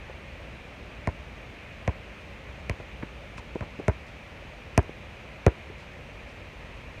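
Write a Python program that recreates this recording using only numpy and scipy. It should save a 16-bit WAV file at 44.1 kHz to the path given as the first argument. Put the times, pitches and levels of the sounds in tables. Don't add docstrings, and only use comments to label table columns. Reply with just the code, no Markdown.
import sys
import numpy as np
from scipy import signal
from scipy.fft import rfft, irfft
from scipy.io import wavfile
from scipy.ndimage import uniform_filter1d

SR = 44100
rng = np.random.default_rng(int(sys.argv[2]) if len(sys.argv) > 2 else 0)


def level_to_linear(level):
    exponent = np.asarray(level, float) / 20
    return 10 ** exponent


def log_audio(samples):
    frames = np.atleast_2d(samples).T
    limited = np.clip(frames, -1, 1)
    pcm = np.round(limited * 32767).astype(np.int16)
    wavfile.write(sys.argv[1], SR, pcm)


N = 308700
BOUNCE_N = 12000
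CONTACT_S = .0148


def evened(x):
    return x / np.sqrt(np.mean(x ** 2) + 1e-20)


def read(points, hz):
    f, value = np.transpose(points)
    return np.interp(np.log(hz + 1), np.log(f + 1), value)


def add(mix, start_s, sound):
    part = mix[round(start_s * SR):][:len(sound)]
    part += sound[:len(part)]


def tinted(spectrum, size):
    z = rfft(rng.standard_normal(size))
    hz = np.fft.rfftfreq(size, 1 / SR)
    return evened(irfft(z * level_to_linear(read(spectrum, hz)), size))


def ring(t, hz, db, t60, rise=0.00013):
    t = np.maximum(t, 0)
    return level_to_linear(db - 60 * t / t60) * (1 - np.exp(-t / rise)) * np.sin(2 * np.pi * hz * t)


def thump(t, thump_db, contact):
    u = t * CONTACT_S / contact
    half_turns = 1.3 * np.log(u / .0009 + .1) + 2 * 37 * (u - .001)
    hold = np.minimum(t / .0014, 1) ** 2 * level_to_linear(-950 * np.maximum(u - .0155, 0))
    lift = (contact - t) / .0022
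    suction = .8 * lift * np.exp(-lift ** 2)
    return level_to_linear(thump_db) * (hold * np.cos(np.pi * half_turns) + suction)


# frequency_hz [Hz], level_db [dB]
SLAP_SPECTRUM = [(1760, -21), (3000, -8.5), (4300, -7.5), (4940, -9), (6760, -7), (7860, -13.5),
                 (9060, -14.5), (12300, -27), (16500, -45)]


def slap(t, thump_db, slap_db):
    decay = level_to_linear(-18.0 - 60 * t / 0.0052) + level_to_linear(-27.0 - 60 * t / 0.017)
    fizz = rng.standard_normal(len(t)) * decay * (t > .0004)
    fizz[16] -= 1
    hz = np.fft.rfftfreq(len(t), 1 / SR)
    top_db = 0.54 * (slap_db - thump_db)
    colour = level_to_linear(read(SLAP_SPECTRUM, hz) + top_db * np.log2(hz / 6000 + .01))
    return level_to_linear(slap_db) * irfft(rfft(fizz) * colour / colour.mean(), len(t)) * (t < .1)


# pitch_factor [ratio to skin pitch], level_db [dB], t60_s [s]
SKIN_MODES = [(.33, -11, 0.043), (.68, -4, 0.033), (1.0, 6.5, 0.02), (1.3, 6, 0.01)]
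# pitch_hz [Hz], level_db [dB], t60_s [s]
UPPER_MODES = [(1535, -6, 0.02), (1900, 9.5, 0.006), (2260, 8, 0.0085), (2680, -6, 0.011)]


def struck_modes(t, lag, strike_db, skin_hz, skin_db, cavity_db, upper_db):
    detune = 1 + 0.047 * rng.standard_normal(8)
    body = np.zeros(len(t))
    for (factor, db, t60), d in zip(SKIN_MODES, detune):
        body += ring(t - lag, skin_hz * factor * d, skin_db + strike_db + db, t60, rise=0.00069)
    cavity_hz = 1047 * (1 + strike_db / 100)
    body += ring(t - lag - .0004, cavity_hz, cavity_db + 0.64 * strike_db, 0.02, rise=0.001)
    for (hz, db, t60), d in zip(UPPER_MODES, detune[4:]):
        body -= ring(t - .0002, hz * d, upper_db + 2.2 * strike_db + db, t60, rise=0.00023)
    return body


# pitch_hz [Hz], level_db [dB re skin], t60_s [s]
AIR_MODES = [(975, -26, .17), (600, -28, .12)]


def inner_air(t, skin_db):
    return sum(ring(t, hz, skin_db + db, t60, rise=0.0073) for hz, db, t60 in AIR_MODES)


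# frequency_hz [Hz], level_db [dB]
WOBBLE_SPECTRUM = [(150, -24), (280, 10), (480, 8), (700, -3), (1000, -9), (1600, -4), (2400, -26),
                   (3500, -47)]


def wobble(t, skin_db):
    return tinted(WOBBLE_SPECTRUM, len(t)) * level_to_linear(skin_db - 5.5 - 60 * t / 0.093) * (1 - np.exp(-t / 0.0014))


# frequency_hz [Hz], level_db [dB]
PEEL_SPECTRUM = [(700, -18), (1300, -8), (1700, -8.5), (2400, 2), (3200, -13)]


def peel(t, upper_db, contact):
    return tinted(PEEL_SPECTRUM, len(t)) * level_to_linear(upper_db - 23 - 60 * np.maximum(t - contact, 0) / 0.055)


def bounce(thump_db, slap_db, cavity_db, skin_hz):
    t = np.arange(BOUNCE_N) / SR
    skin_db = 2 + 1.242 * thump_db
    upper_db = -12 + 0.61 * slap_db
    contact = CONTACT_S * level_to_linear(-.03 * (thump_db + 14.0))
    body = thump(t, thump_db, contact) + wobble(t, skin_db) + peel(t, upper_db, contact)
    body += inner_air(t, skin_db)
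    levels = (skin_hz, skin_db, cavity_db, upper_db)
    body += struck_modes(t, .0022, 0, *levels)
    body += struck_modes(t - contact, .0001, -7.5, *levels)
    top_fade = signal.butter(4, 3000, fs=SR, output="sos")
    return signal.sosfilt(top_fade, body) + slap(t, thump_db, slap_db)


# [Hz, skin]
BOUNCES = [
    (1.073, -21, -25.5, -22, 628),
    (1.877, -19, -25.5, -22, 540),
    (2.6962, -24.5, -22.5, -26.5, 464),
    (3.38, -37.5, -43, -30, 584),
    (3.6081, -28, -36.5, -32, 440),
    (3.881, -16, -19.5, -27, 625),
    (4.7769, -12.5, -10, -22, 685),
    (5.4647, -11, -14.5, -29, 540),
]


def dribble(near):
    for start_s, *row in BOUNCES:
        add(near, start_s, bounce(*row))


def palm(db):
    t = np.arange(6000) / SR
    click = tinted([(1000, -17), (2200, 17), (4000, -34), (9000, -29), (14000, -46)], size=6000)
    return click * level_to_linear(db - 60 * t / 0.033) * (1 - np.exp(-t / 0.00065))


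def thud(db, hz, t60, rattle):
    t = np.arange(6000) / SR
    share, mid = np.clip(rattle, 0, 1), abs(hz)
    body = [(mid / 4, -30), (mid * 0.18, 0), (mid * 1.76, -3), (mid * 4, -20), (mid * 8, -60)]
    loose = tinted(body, size=6000) * level_to_linear(db - 60 * t / (1.4 * t60)) * (1 - np.exp(-t / 0.00074))
    return (1 - share) * 2 * ring(t, hz, db, t60, rise=0.0004) + share * loose


# start_s [s], level_db [dB], pitch_hz [Hz, minus for a pull first], t60_s [s], rattle [share 0-1]
THUDS = [(.097, -33, 525, 0.051, 0.53), (2.799, -34, 494, 0.051, 0.85), (2.802, -32, 132, 0.024, 0),
         (3.0255, -35.5, 902, 0.061, 0.7), (3.032, -16, -150, 0.02, 0.47),
         (3.557, -14.5, 339, 0.0068, 0.08), (3.5584, -31.5, 950, 0.013, 0.2),
         (3.563, -24.5, 456, 0.02, 0.3), (3.6238, -31, 478, 0.05, 0.77), (3.79, -31.5, 297, 0.052, 0.63),
         (3.798, -25.5, 400, 0.032, 0.5), (4.894, -26.5, 398, 0.016, 0.5), (5.254, -34, 198, 0.014, 0.6),
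         (5.699, -37, 413, 0.06, 0.52)]


def footwork(near):
    for start_s, *row in THUDS:
        add(near, start_s, thud(*row))


# frequency_hz [Hz], level_db [dB]
GRIT_SPECTRUM = [(1500, -32), (3000, 2), (5000, 7.5), (9500, -6), (12000, -24.5), (16000, -25)]


def scuff(length, db):
    crunch_db = evened(uniform_filter1d(rng.standard_normal(4096), 60))
    noise = tinted(GRIT_SPECTRUM, size=4096) * level_to_linear(crunch_db)
    u = np.clip(np.arange(4096) / SR / length, 0, 1)
    return level_to_linear(db) * noise * np.sqrt(np.sin(np.pi * u ** 0.64).clip(0))


# start_s [s], length_s [s], level_db [dB]
SCUFFS = [(2.207, .02, -68), (2.596, 0.012, -68), (2.788, .03, -68), (3.372, 0.028, -55),
          (3.551, 0.0035, -58), (3.788, .02, -65), (4.063, .04, -64), (4.98, .02, -74), (5.78, .07, -65),
          (6.282, .06, -66)]


def dragged_soles(near):
    for start_s, *row in SCUFFS:
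        add(near, start_s, scuff(*row))


# delay_s [s], level_db [dB]
ECHOES = [
    (.052, -32),
    (0.069, -47.5),
    (.116, -58),
]


def echoed(near):
    bright, mix = near - uniform_filter1d(near, 150), near.copy()
    for delay_s, db in ECHOES:
        add(mix, delay_s, level_to_linear(db) * bright)
    return mix


# frequency_hz [Hz], level_db [dB per Hz]
TOWN_SPECTRUM = [(15, -40), (25, -3), (37, -7.5), (56, -1), (80, -6.5), (149, -12.5), (180, -13),
                 (228, -14.5), (264, -17), (412, -18.5), (567, -14.5), (747, -21), (1510, -24), (2450, -18),
                 (4000, -38.5), (5200, -53.5), (8800, -120)]
# frequency_hz [Hz], level_db [dB per Hz]
HISS_SPECTRUM = [(2350, -22.5), (4000, -5.5), (4890, -8), (6310, -6.5), (7590, -14), (9170, -15),
                 (10500, -21.5), (15100, -22.5), (16000, -39), (16500, -45.5)]
# time_s [s], level_db [dB]
TRAFFIC = [(0.0, -47), (0.62, -46.5), (1.46, -47.5), (2.48, -46.5), (2.61, -46), (4.0, -48), (4.72, -47.5),
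           (5.24, -49), (5.57, -48.5), (7.0, -47)]


def town():
    frames = N // 256 + 5
    a, b, patches = rng.standard_normal((frames, 513, 3)).T
    patches = evened(uniform_filter1d(uniform_filter1d(patches, 10, 0), 12, 1))
    grain = (a + 1j * b) * level_to_linear(0.55 * patches)
    wide = signal.istft(grain, nperseg=1024, noverlap=768)[1][:N]
    z, hz = rfft(wide), np.fft.rfftfreq(N, 1 / SR)
    low = 1 / (1 + (hz / 200) ** 4)
    colour = level_to_linear(read(TOWN_SPECTRUM, hz))
    level_db = np.interp(np.arange(N) / SR, *np.transpose(TRAFFIC))
    rumble = evened(irfft(z * colour * low, N)) * level_to_linear(level_db + 1.5)
    wash_db = -47 + 0.088 * (level_db - level_db.mean())
    wash = evened(irfft(z * colour * (1 - low), N)) * level_to_linear(wash_db)
    hiss = level_to_linear(-66.5) * evened(irfft(z * level_to_linear(read(HISS_SPECTRUM, hz)), N))
    return rumble + wash + hiss


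def scene():
    near = np.zeros(N)
    dribble(near)
    add(near, 3.0255, palm(-35))
    footwork(near)
    dragged_soles(near)
    return (echoed(near) + town())[None]


def low_pass(x):
    return signal.sosfilt(signal.butter(12, 16640, fs=SR, output="sos"), x)


def record(dry):
    bass_cut = signal.butter(3, 33, "highpass", fs=SR, output="sos")
    top_cut = signal.firwin(511, 16500, window=("kaiser", 9), fs=SR)
    mix = signal.sosfiltfilt(bass_cut, dry)
    mix = signal.oaconvolve(mix, top_cut[None], "same")
    return low_pass(mix)


dry = scene()
out = record(dry)
log_audio(out)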